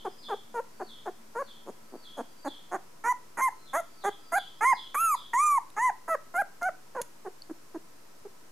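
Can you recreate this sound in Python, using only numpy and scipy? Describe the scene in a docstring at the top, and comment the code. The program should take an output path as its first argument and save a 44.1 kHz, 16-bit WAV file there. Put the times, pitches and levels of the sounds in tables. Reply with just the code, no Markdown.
"""In a quiet room a newborn puppy calls close by. Pulses from its vocal folds, shaped by the resonances
of throat and nose, make short nasal grunts that grow into high gliding squeaks and sink back into grunts.
The squeaks start hoarse and clear as the folds settle into regular vibration. Wet lips click now and
then. Outside, a small bird repeats a falling whistle and a far motor hums, over still air and a whine."""
import sys
import numpy as np
from scipy import signal
from scipy.fft import rfft, irfft, next_fast_len
from scipy.io import wavfile
from scipy.ndimage import uniform_filter1d

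SR = 44100
rng = np.random.default_rng(int(sys.argv[2]) if len(sys.argv) > 2 else 0)


def pcm_store(signal):
    """Save signal as 16-bit PCM."""
    levels = np.round(np.clip(np.atleast_2d(signal), -1, 1) * 32767)
    wavfile.write(sys.argv[1], SR, levels.astype(np.int16).T)


N = 375291
TIME = np.arange(N) / SR

# Spectrum of the room air. Each row: frequency in Hz, relative density in dB.
AIR_SPECTRUM = [(15, -55), (25, 0), (33, -20.5), (76, -12.5), (166, -4), (200, -7.5), (309, -5), (863, -12),
                (988, -6), (1130, -12.5), (1290, -12.5), (3520, -21.5), (5280, -18), (13600, -24),
                (16000, -32)]
# Left-right likeness of the air. Each row: frequency in Hz, coherence from 0 to 1.
AIR_COHERENCE = [(40, 1), (300, 0.12), (2000, 0), (8000, 0.21)]
# Course of the faint whine. Each row: time in seconds, level in dB.
WHINE_LEVELS = [(1.7, -77), (2.0, -65), (2.3, -74), (3.5, -69), (3.9, -64), (4.6, -68), (5.6, -76),
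                (7.0, -72)]
# Course of the far motor. Each row: time in seconds, pitch in Hz, level in dB.
MOTOR_COURSE = [(0, 230, -61), (.6, 223.8, -62.5), (1.1, 228, -64.5), (1.7, 223, -65), (2.4, 218, -77),
                (3.2, 194, -89), (8.5, 171, -100)]
# Spectrum of the reflections. Each row: frequency in Hz, relative gain in dB.
ROOM_COLOUR = [(100, -4), (400, -1), (1000, 0), (2000, 2), (6000, 2), (14000, -1)]
# Bird whistles. Each row: time of the downward slur in seconds, starting pitch in Hz, level in dB.
WHISTLES = [(-.08, 4730, -50), (0.222, 5050, -46), (.87, 4580, -49), (1.459, 4630, -52),
            (2.029, 4660, -49.5), (2.458, 4727, -48), (3.65, 4236, -54), (4.01, 4650, -49),
            (4.359, 4820, -44.5), (4.753, 5040, -43), (5.143, 4970, -46)]
# Envelope of a whistle. Each row: time from the slur in seconds, gain in dB.
WHISTLE_ENVELOPE = [(-.32, -41), (-.081, -16.5), (-.011, -8.5), (.0086, -1), (.045, 1.5),
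                    (.0451, -6.6), (.23, -26)]
# Mouth clicks. Each row: start in seconds, peak in dB, resonance in Hz, decay time in seconds,
# broad splash in dB against the resonance.
CLICKS = [(5.7016, -44.5, 3450, 0.0012, -13), (6.6286, -34.5, 6200, 0.0025, -8),
          (7.015, -24, 6590, 0.0033, -6.5), (7.4193, -36, 4420, 0.00066, -31.5)]
# Resonances of throat and mouth. Each row: frequency in Hz, relative gain in dB.
THROAT_RESPONSE = [(150, 1), (300, 1), (480, -1), (700, 7), (950, 6.5), (1450, -2), (1750, -2.5),
                   (2100, -10), (2500, -26), (2950, -34.5), (3700, -46.5), (5200, -43.5), (7000, -53.5)]
# Resonances of the tiny nose. Each row: frequency in Hz, relative gain in dB.
NOSE_RESPONSE = [(3200, -42), (5400, -19), (6000, -3), (6500, 7.5), (7200, 3), (7900, -3.5), (8600, 1),
                 (9600, -1), (10850, 5), (11900, -3), (13000, -6), (15500, -17)]
# Filtering by an almost shut mouth. 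Each row: frequency in Hz, gain in dB.
SHUT_MOUTH = [(250, 0.5), (550, 0.5), (1000, 0), (1380, -4), (1700, -1), (2000, -5), (2600, 3),
              (5000, -0.5)]
# Grunts. Each row: start and length in seconds, first and settled pitch in Hz, level and swell in dB,
# overtones in dB against the fundamental, hoarse time in seconds, mouth opening as a factor on its
# resonances, nasal treble in dB.
GRUNTS = [(.048, 0.037, 482.7, 340, -30, 3.5, 2.5, .008, 0.52, -28),
          (0.284, 0.064, 584.3, 375, -28.5, 14, 3.5, 0.015, 0.64, -30),
          (0.542, 0.065, 496, 450, -28.5, 8, 2.5, 0.0049, 0.66, -26),
          (.797, 0.04, 494, 324.4, -32, 9, 2, 0.025, 0.78, -28.5),
          (1.057, .042, 482, 327, -32, 7.5, 2.5, 0.018, 0.83, -25),
          (1.667, 0.038, 109.5, 199.7, -38.5, 4, 14, 0.027, 0.54, -20),
          (1.928, 0.037, 131.6, 117, -41, 1, 19, 0.034, 0.38, -35),
          (2.17, 0.049, 313.7, 223.3, -32.5, 10.5, 7, 0.037, 0.75, -21),
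          (2.445, 0.043, 326.7, 262, -29.5, 13.5, 3.5, 0.017, 0.9, -19),
          (6.949, .064, 573, 460.6, -30.5, 6, 0.5, 0.023, .84, -29),
          (7.249, 0.039, 475, 345.6, -34.5, 8, -3.5, 0.018, 0.91, -28),
          (7.495, 0.027, 382, 276, -35, 2.5, -11.5, 0.024, 0.86, -31),
          (7.743, 0.032, 420.5, 290, -33, 10, -9, 0.015, 0.93, -31),
          (8.251, .021, 492, 347, -39, -3.5, -12, 0.0054, 0.56, -31)]
# Squeaks. Each row: start and length in seconds, first, turning and last pitch in Hz, place of the turn
# from 0 to 1, lateness of the first glide as a power, level and swell in dB, overtones in dB against the
# fundamental, extra onset overtones in dB, hoarse time in seconds, period doubling and rasp from 0 to 1,
# mouth opening factor, nasal treble in dB, its tilt in dB per octave.
SQUEAKS = [(1.35, 0.079, 460.3, 565.4, 587, 0.68, 2.27, -30, 3, -1.5, 2.5, 0.013, 0.1, 0.43, 0.63, -26, -6),
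           (2.714, 0.054, 351.6, 387, 382, 0.69, 1.13, -29.5, 5.5, 5.5, 3, 0.053, 0.37, 0.29, 0.92, -22, -11),
           (3.039, 0.088, 902, 993, 1080, .71, 1.06, -21.5, 9, -13.5, 14.5, 0.048, 1, 0.11, 1.14, -22.5, -4),
           (3.371, 0.12, 953, 1060, 964, 0.53, 1.25, -22, 8.5, -13.5, 12.5, .041, 0.72, 0.53, 1.17, -19.5, -4),
           (3.733, .074, 515.4, 695, 750, 0.76, .85, -26, 1, -8, 22, 0.04, 0.5, 0.1, 1.01, -16.5, 1),
           (4.039, 0.056, 382.5, 410.5, 456, .7, 1.06, -25, 3.5, 0.5, 11, 0.016, 0.45, 0.54, .96, -19.5, -5),
           (4.319, 0.071, 677, 807, 824, 0.7, 2.3, -21.5, 9.5, -5.5, 7, 0.015, 0.6, 0.21, 0.95, -18.5, 5),
           (4.608, 0.13, 830, 1074, 926, 0.65, 0.83, -17.5, 7.5, -11.5, 10.5, 0.038, 0.8, 0.12, 1.23, -24, -4),
           (4.944, .210, 1090, 1358, 1053, 0.39, 0.92, -22, 4, -24, 9, 0.015, 0.9, 0.58, 1.3, -15, 6.5),
           (5.333, .255, 918, 1215, 1024, .42, .89, -19.5, 1.5, -23.5, 9, .010, 0.2, .2, 1.25, -21, -6.5),
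           (5.764, 0.14, 825, 1025, 881, 0.63, 0.93, -21, 9, -12.5, 11.5, 0.024, 1, 0.32, 1.12, -22.5, -12.5),
           (6.077, 0.079, 676, 657.6, 600, 0.5, 0.65, -24, 9.5, -1, 6, .017, 0.55, 0.3, 0.83, -24, 4.5),
           (6.34, 0.084, 692.5, 812.4, 728, 0.7, 2.2, -22.5, 12, -4, 6, .012, .35, .2, 0.88, -24, 9.5),
           (6.613, 0.082, 696.5, 760.6, 721, 0.68, 2.1, -25, 7, -6, 7.5, 0.0088, 0.4, 0.37, 0.85, -27, -4.5)]
# Turning of the head. Each row: time in seconds, left minus right level in dB.
HEAD_TURNS = [(1.8, .8), (3.1, -2.6), (3.7, -1.1), (4.7, -2.5), (5.1, -1.3)]

AIR_DB, WHINE_HZ, CUTOFF_HZ = -57, 1308, 15600
CREST, CLOSING_S = .73, .014   # a call's swell peaks at this share of its length; then the throat closes
WAVER_DB, WAVER_PER_S = .76, 71   # unsteady push of a call
UNEVEN_DB, UNEVEN_PER_S = 5.5, 27.3   # each high overtone swells and fades by itself
TREBLE_FOLLOWS = .64   # share of the swell that the nasal treble follows
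GRUNT_SETTLES = 1.9   # power of the slide: the higher, the sooner the pitch settles
GRUNT_DOUBLING, GRUNT_RASP, GRUNT_TILT_DB = .25, .42, -5.5   # the tilt is per octave
GRUNT_LIFT, GRUNT_CLOSING_DB = .2, -18   # on closing: share of pitch gained, change in overtones
SQUEAK_DROP, SQUEAK_CLOSING_DB = .12, -4   # on closing: share of pitch lost, change in overtones
CATCH_S, CATCH_DB, CATCH_OVERTONES_DB = .0099, -3.5, -2.5   # soft, rich onset until the folds lock


def from_db(db):
    """Amplitude ratio of a level in decibels."""
    return 10 ** (np.asarray(db) / 20)


def sine_of(pitch):
    """A tone whose phase is the integral of its frequency."""
    return np.sin(2 * np.pi * np.cumsum(pitch) / SR)


def coloured(x, spectrum):
    """Minimum-phase filter through (Hz, dB) points: folding the cepstrum makes it causal."""
    size = 2 * next_fast_len(x.shape[-1] // 2 + 2048)
    known_hz, known_db = np.transpose(spectrum)
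    hz = np.maximum(np.arange(size // 2 + 1) * SR / size, 1)
    gain_db = np.interp(np.log(hz), np.log(known_hz), known_db)
    cepstrum = irfft(np.log(from_db(gain_db)))
    cepstrum[1:size // 2] *= 2
    cepstrum[size // 2 + 1:] = 0
    return irfft(rfft(x, size) * np.exp(rfft(cepstrum)))[..., :x.shape[-1]]


def wobble(t, rate):
    """Random modulation of spread about 1, with rate new values a second."""
    knots = np.arange(t[0], t[-1] + 2 / rate, 1 / rate)
    return np.interp(t, knots, rng.standard_normal(len(knots)))


def rise(t, width):
    """Raised-cosine step from 0 to 1, centred on t = 0."""
    return .5 + .5 * np.sin(np.pi * np.clip(t / width, -.5, .5))


def evened(x, window_s=.011):
    """Division by the running RMS holds the level at 1."""
    size = int(window_s * SR)
    power = uniform_filter1d(uniform_filter1d(x * x, size), size)
    return x / np.sqrt(np.abs(power) + 1e-14)


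def reverb(x, t60, coherence, delay_s, treble_t60=.32):
    """Diffuse reflections decay exponentially, the treble at a rate of its own."""
    t = np.arange(SR) / SR
    mid, side = rng.standard_normal((2, SR))
    noise = np.sqrt((1 + coherence) / 2) * mid + np.sqrt((1 - coherence) / 2) * side * [[1], [-1]]
    noise = coloured(noise, ROOM_COLOUR)
    low = signal.sosfiltfilt(signal.butter(4, 5500, fs=SR, output="sos"), noise)
    tail = low * from_db(-60 * t / t60) + (noise - low) * from_db(-60 * t / treble_t60)
    tail *= rise(t - delay_s, delay_s)
    return signal.fftconvolve(x[None], tail / np.sqrt(np.sum(tail ** 2) / 2), axes=1)[:, :N]


def room_air():
    """Broadband noise, coherent between left and right only at long wavelengths."""
    mid, side = rng.standard_normal((2, N))
    side = coloured(side, [(hz, 10 * np.log10(max(1 - c, .01) / (1 + c))) for hz, c in AIR_COHERENCE])
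    air = coloured(mid + side * [[1], [-1]], AIR_SPECTRUM)
    return from_db(AIR_DB) * air / np.sqrt(np.mean(air ** 2))


def motor():
    """A far hum sinks and fades; random modulation broadens its spectral line."""
    times, hz, db = np.transpose(MOTOR_COURSE)
    pitch = np.interp(TIME, times, hz) * (1 + .029 * wobble(TIME, 39.16))
    level_db = np.interp(TIME, times, db) + 5.2 * wobble(TIME, 24.97)
    return from_db(level_db) * sine_of(pitch)


def whine():
    """A faint tone with slight frequency modulation comes and goes."""
    level_db = np.interp(TIME, *np.transpose(WHINE_LEVELS)) + 1.3 * wobble(TIME, 5.4)
    return from_db(level_db) * sine_of(WHINE_HZ * (1 + .0097 * wobble(TIME, 100)))


def bird():
    """A thin note drops to a louder one, buzzing by frequency modulation, and arrives as reflections."""
    out, t = np.zeros(N + SR), np.arange(-SR // 5, SR // 8) / SR
    lead = SR // 2   # room for a whistle that starts before time zero
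    for slur_s, first_hz, db in WHISTLES:
        pitch = np.interp(t, [-.1413, -.0091, 0, .012, .04, .0672],
                          [first_hz, first_hz - 110, 4200, 3520, 3330, 3250])
        level_db = db + np.interp(t, *np.transpose(WHISTLE_ENVELOPE))
        buzz = .013 + .028 * rise(t + .005, .02)
        at = int((slur_s + t[0]) * SR) + lead
        out[at:at + len(t)] += from_db(level_db) * sine_of(pitch * (1 + buzz * wobble(t, 450)))
    echoes = reverb(out[:N], t60=.62, coherence=.73, delay_s=.0048)
    return np.pad(echoes[:, lead:], ((0, 0), (0, lead)))


def mouth_clicks():
    """Impulsive excitation: wet lips part and ring one cavity resonance over a broad splash."""
    out, t = np.zeros(N), np.arange(SR // 20) / SR
    for start, peak_db, hz, decay_s, splash_db in CLICKS:
        burst = rng.standard_normal(len(t)) * rise(t - .001, .002) * np.exp(-t / decay_s)
        below = [(900, splash_db - 2.5), (2200, splash_db - 1.5), (.82 * hz, splash_db - 2.5)]
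        above = [(1.32 * hz, splash_db - 2), (11000, splash_db + 4.5), (16000, splash_db - 13.5)]
        burst = coloured(burst, below + [(hz, 0)] + above)
        at = int(start * SR)
        out[at:at + len(t)] += from_db(peak_db) * burst / np.abs(burst).max()
    return out


def throat_closure(t, length):
    """Constriction that ends a call: 0 while the throat is open, 1 once it has closed."""
    return rise(t - length + CLOSING_S / 2, CLOSING_S)


def fold_pulses(t, pitch, phase, doubling):
    """Periodic pulses carry harmonic overtones; period doubling adds partials halfway between them."""
    orders = np.arange(2, CUTOFF_HZ / pitch.min())[:, None]
    audible = orders * pitch < CUTOFF_HZ
    high = orders * pitch > NOSE_RESPONSE[1][0]
    uneven_db = UNEVEN_DB * high * np.array([wobble(t, UNEVEN_PER_S) for _ in orders])
    overtones = np.sum(audible * from_db(uneven_db) * np.cos(orders * phase), axis=0)
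    half_orders = np.sum(audible * np.cos((orders - .5) * phase), axis=0) + .29 * np.cos(phase / 2)
    return evened(overtones + doubling * half_orders)


def voice(t, length, pitch, level_db, swell_db, overtone_db,
          hoarse_s, doubling, rasp, opening, treble_db, tilt_db):
    """Source and filter: fold pulses and breath noise excite the resonances of throat and nose."""
    hoarse = rise(hoarse_s - t, .01)
    slack = np.minimum(.08 * (400 / pitch) ** 2, .09)   # slack folds at low pitch beat unevenly
    flutter = .14 * rise(t - length + .009, .008)   # the folds flutter as they part
    rough = .012 + slack + rasp * hoarse + flutter
    pitch = pitch * (1 + .003 * wobble(t, 130) + (.003 + .16 * rough) * wobble(t, 900))
    phase = 2 * np.pi * np.cumsum(pitch) / SR
    pulses = fold_pulses(t, pitch, phase, doubling * hoarse)
    shimmer = 1 + .75 * rough * wobble(t, 500)
    pulses *= shimmer
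    hiss = rng.standard_normal(len(t)) * (1 + np.cos(phase))   # air escapes once a cycle

    # the mouth opening shifts the low resonances most
    throat_shape = [(hz * opening ** np.interp(hz, [1500, 2600], [1, .3]), db)
                    for hz, db in THROAT_RESPONSE]
    mouth = evened(coloured(pulses + .6 * rough * hiss, throat_shape))
    nose_shape = [(hz, db + tilt_db * np.log2(hz / SR)) for hz, db in NOSE_RESPONSE]
    leak = np.minimum(.22 * (1000 / pitch) ** 5, 1.6)   # slack folds leak more air
    nose = evened(coloured(pulses + (leak + 3 * rough) * hiss, nose_shape))

    fundamental = np.cos(phase - 1.2) * shimmer
    share = from_db(overtone_db)
    sound = (fundamental + share * mouth) / np.sqrt(1 + share ** 2)
    below_crest_db = swell_db * (np.clip(t / length, 0, 1) / CREST - 1) ** 2
    effort_db = 6 * np.log2(pitch / pitch.mean())   # tenser folds snap shut harder
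    nose_db = treble_db + effort_db + (1 - TREBLE_FOLLOWS) * below_crest_db + 2.14 * wobble(t, 72)
    sound += from_db(nose_db) * nose * rise(length - .008 - t, .17)   # the treble dies first
    attack_s = 4.5 / pitch[0]   # the folds need a few cycles to swing fully
    push_db = level_db - below_crest_db + WAVER_DB * wobble(t, WAVER_PER_S)
    return from_db(push_db) * sound * rise(t - .001, attack_s) * rise(length - t, .0077)


def grunt(t, length, first_hz, last_hz, level_db, swell_db, overtone_db, hoarse_s, opening, treble_db):
    """Voicing filtered by a nearly shut mouth: the pitch settles, then closure damps the overtones."""
    closed = throat_closure(t, length)
    slide = np.clip(1 - t / length, 0, 1) ** GRUNT_SETTLES
    pitch = (last_hz + (first_hz - last_hz) * slide) * (1 + GRUNT_LIFT * closed)
    call = voice(t, length, pitch, level_db, swell_db, overtone_db + GRUNT_CLOSING_DB * closed,
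                 hoarse_s, GRUNT_DOUBLING, GRUNT_RASP, opening, treble_db, GRUNT_TILT_DB)
    return coloured(call, SHUT_MOUTH)


def squeak(t, length, first_hz, turn_hz, last_hz, turn_at, lateness,
           level_db, swell_db, overtone_db, onset_db, *timbre):
    """Voicing glides to a turn, then sinks or keeps climbing; the tone grows purer as the folds lock."""
    progress = np.clip(t / length, 0, 1)
    closed = throat_closure(t, length)
    to_turn = np.sin(np.pi / 2 * np.minimum(progress / turn_at, 1) ** lateness) ** 2
    from_turn = (np.maximum(progress - turn_at, 0) / (1 - turn_at)) ** 2
    glide = first_hz + (turn_hz - first_hz) * to_turn + (last_hz - turn_hz) * from_turn
    pitch = glide * (1 - SQUEAK_DROP * closed)
    catch = rise(CATCH_S - t, 2 * CATCH_S)
    richness_db = overtone_db + onset_db * (1 - progress) ** 2 + SQUEAK_CLOSING_DB * closed
    richness_db += catch * np.maximum(CATCH_OVERTONES_DB - richness_db, 0)
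    return voice(t, length, pitch, level_db + CATCH_DB * catch, swell_db, richness_db, *timbre)


def puppy_calls():
    """The puppy's grunts and squeaks, high-passed at 200 Hz to keep them free of low thumps."""
    out = np.zeros(N)
    for call, table in ((grunt, GRUNTS), (squeak, SQUEAKS)):
        for start, length, *shape in table:
            span = slice(int((start - .02) * SR), int((start + length + .02) * SR))
            out[span] += call(TIME[span] - start, length, *shape)
    return signal.sosfilt(signal.butter(4, 200, "high", fs=SR, output="sos"), out)


def scene():
    """Superposition of the puppy's direct sound, its reflections in a soft room and the background."""
    puppy = puppy_calls() + mouth_clicks()
    pan_db = np.interp(TIME, *np.transpose(HEAD_TURNS))
    direct = puppy * from_db(pan_db * np.array([[.5], [-.5]]))
    reflections = from_db(-15.5) * reverb(puppy, t60=.3, coherence=.59, delay_s=.004)
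    return direct + reflections + bird() + room_air() + motor() + whine()


def record(dry):
    """A steep low-pass limits the bandwidth, and the converter adds a small constant offset."""
    return signal.sosfiltfilt(signal.butter(24, CUTOFF_HZ, fs=SR, output="sos"), dry) - .0032


dry = scene()
out = record(dry)
pcm_store(out)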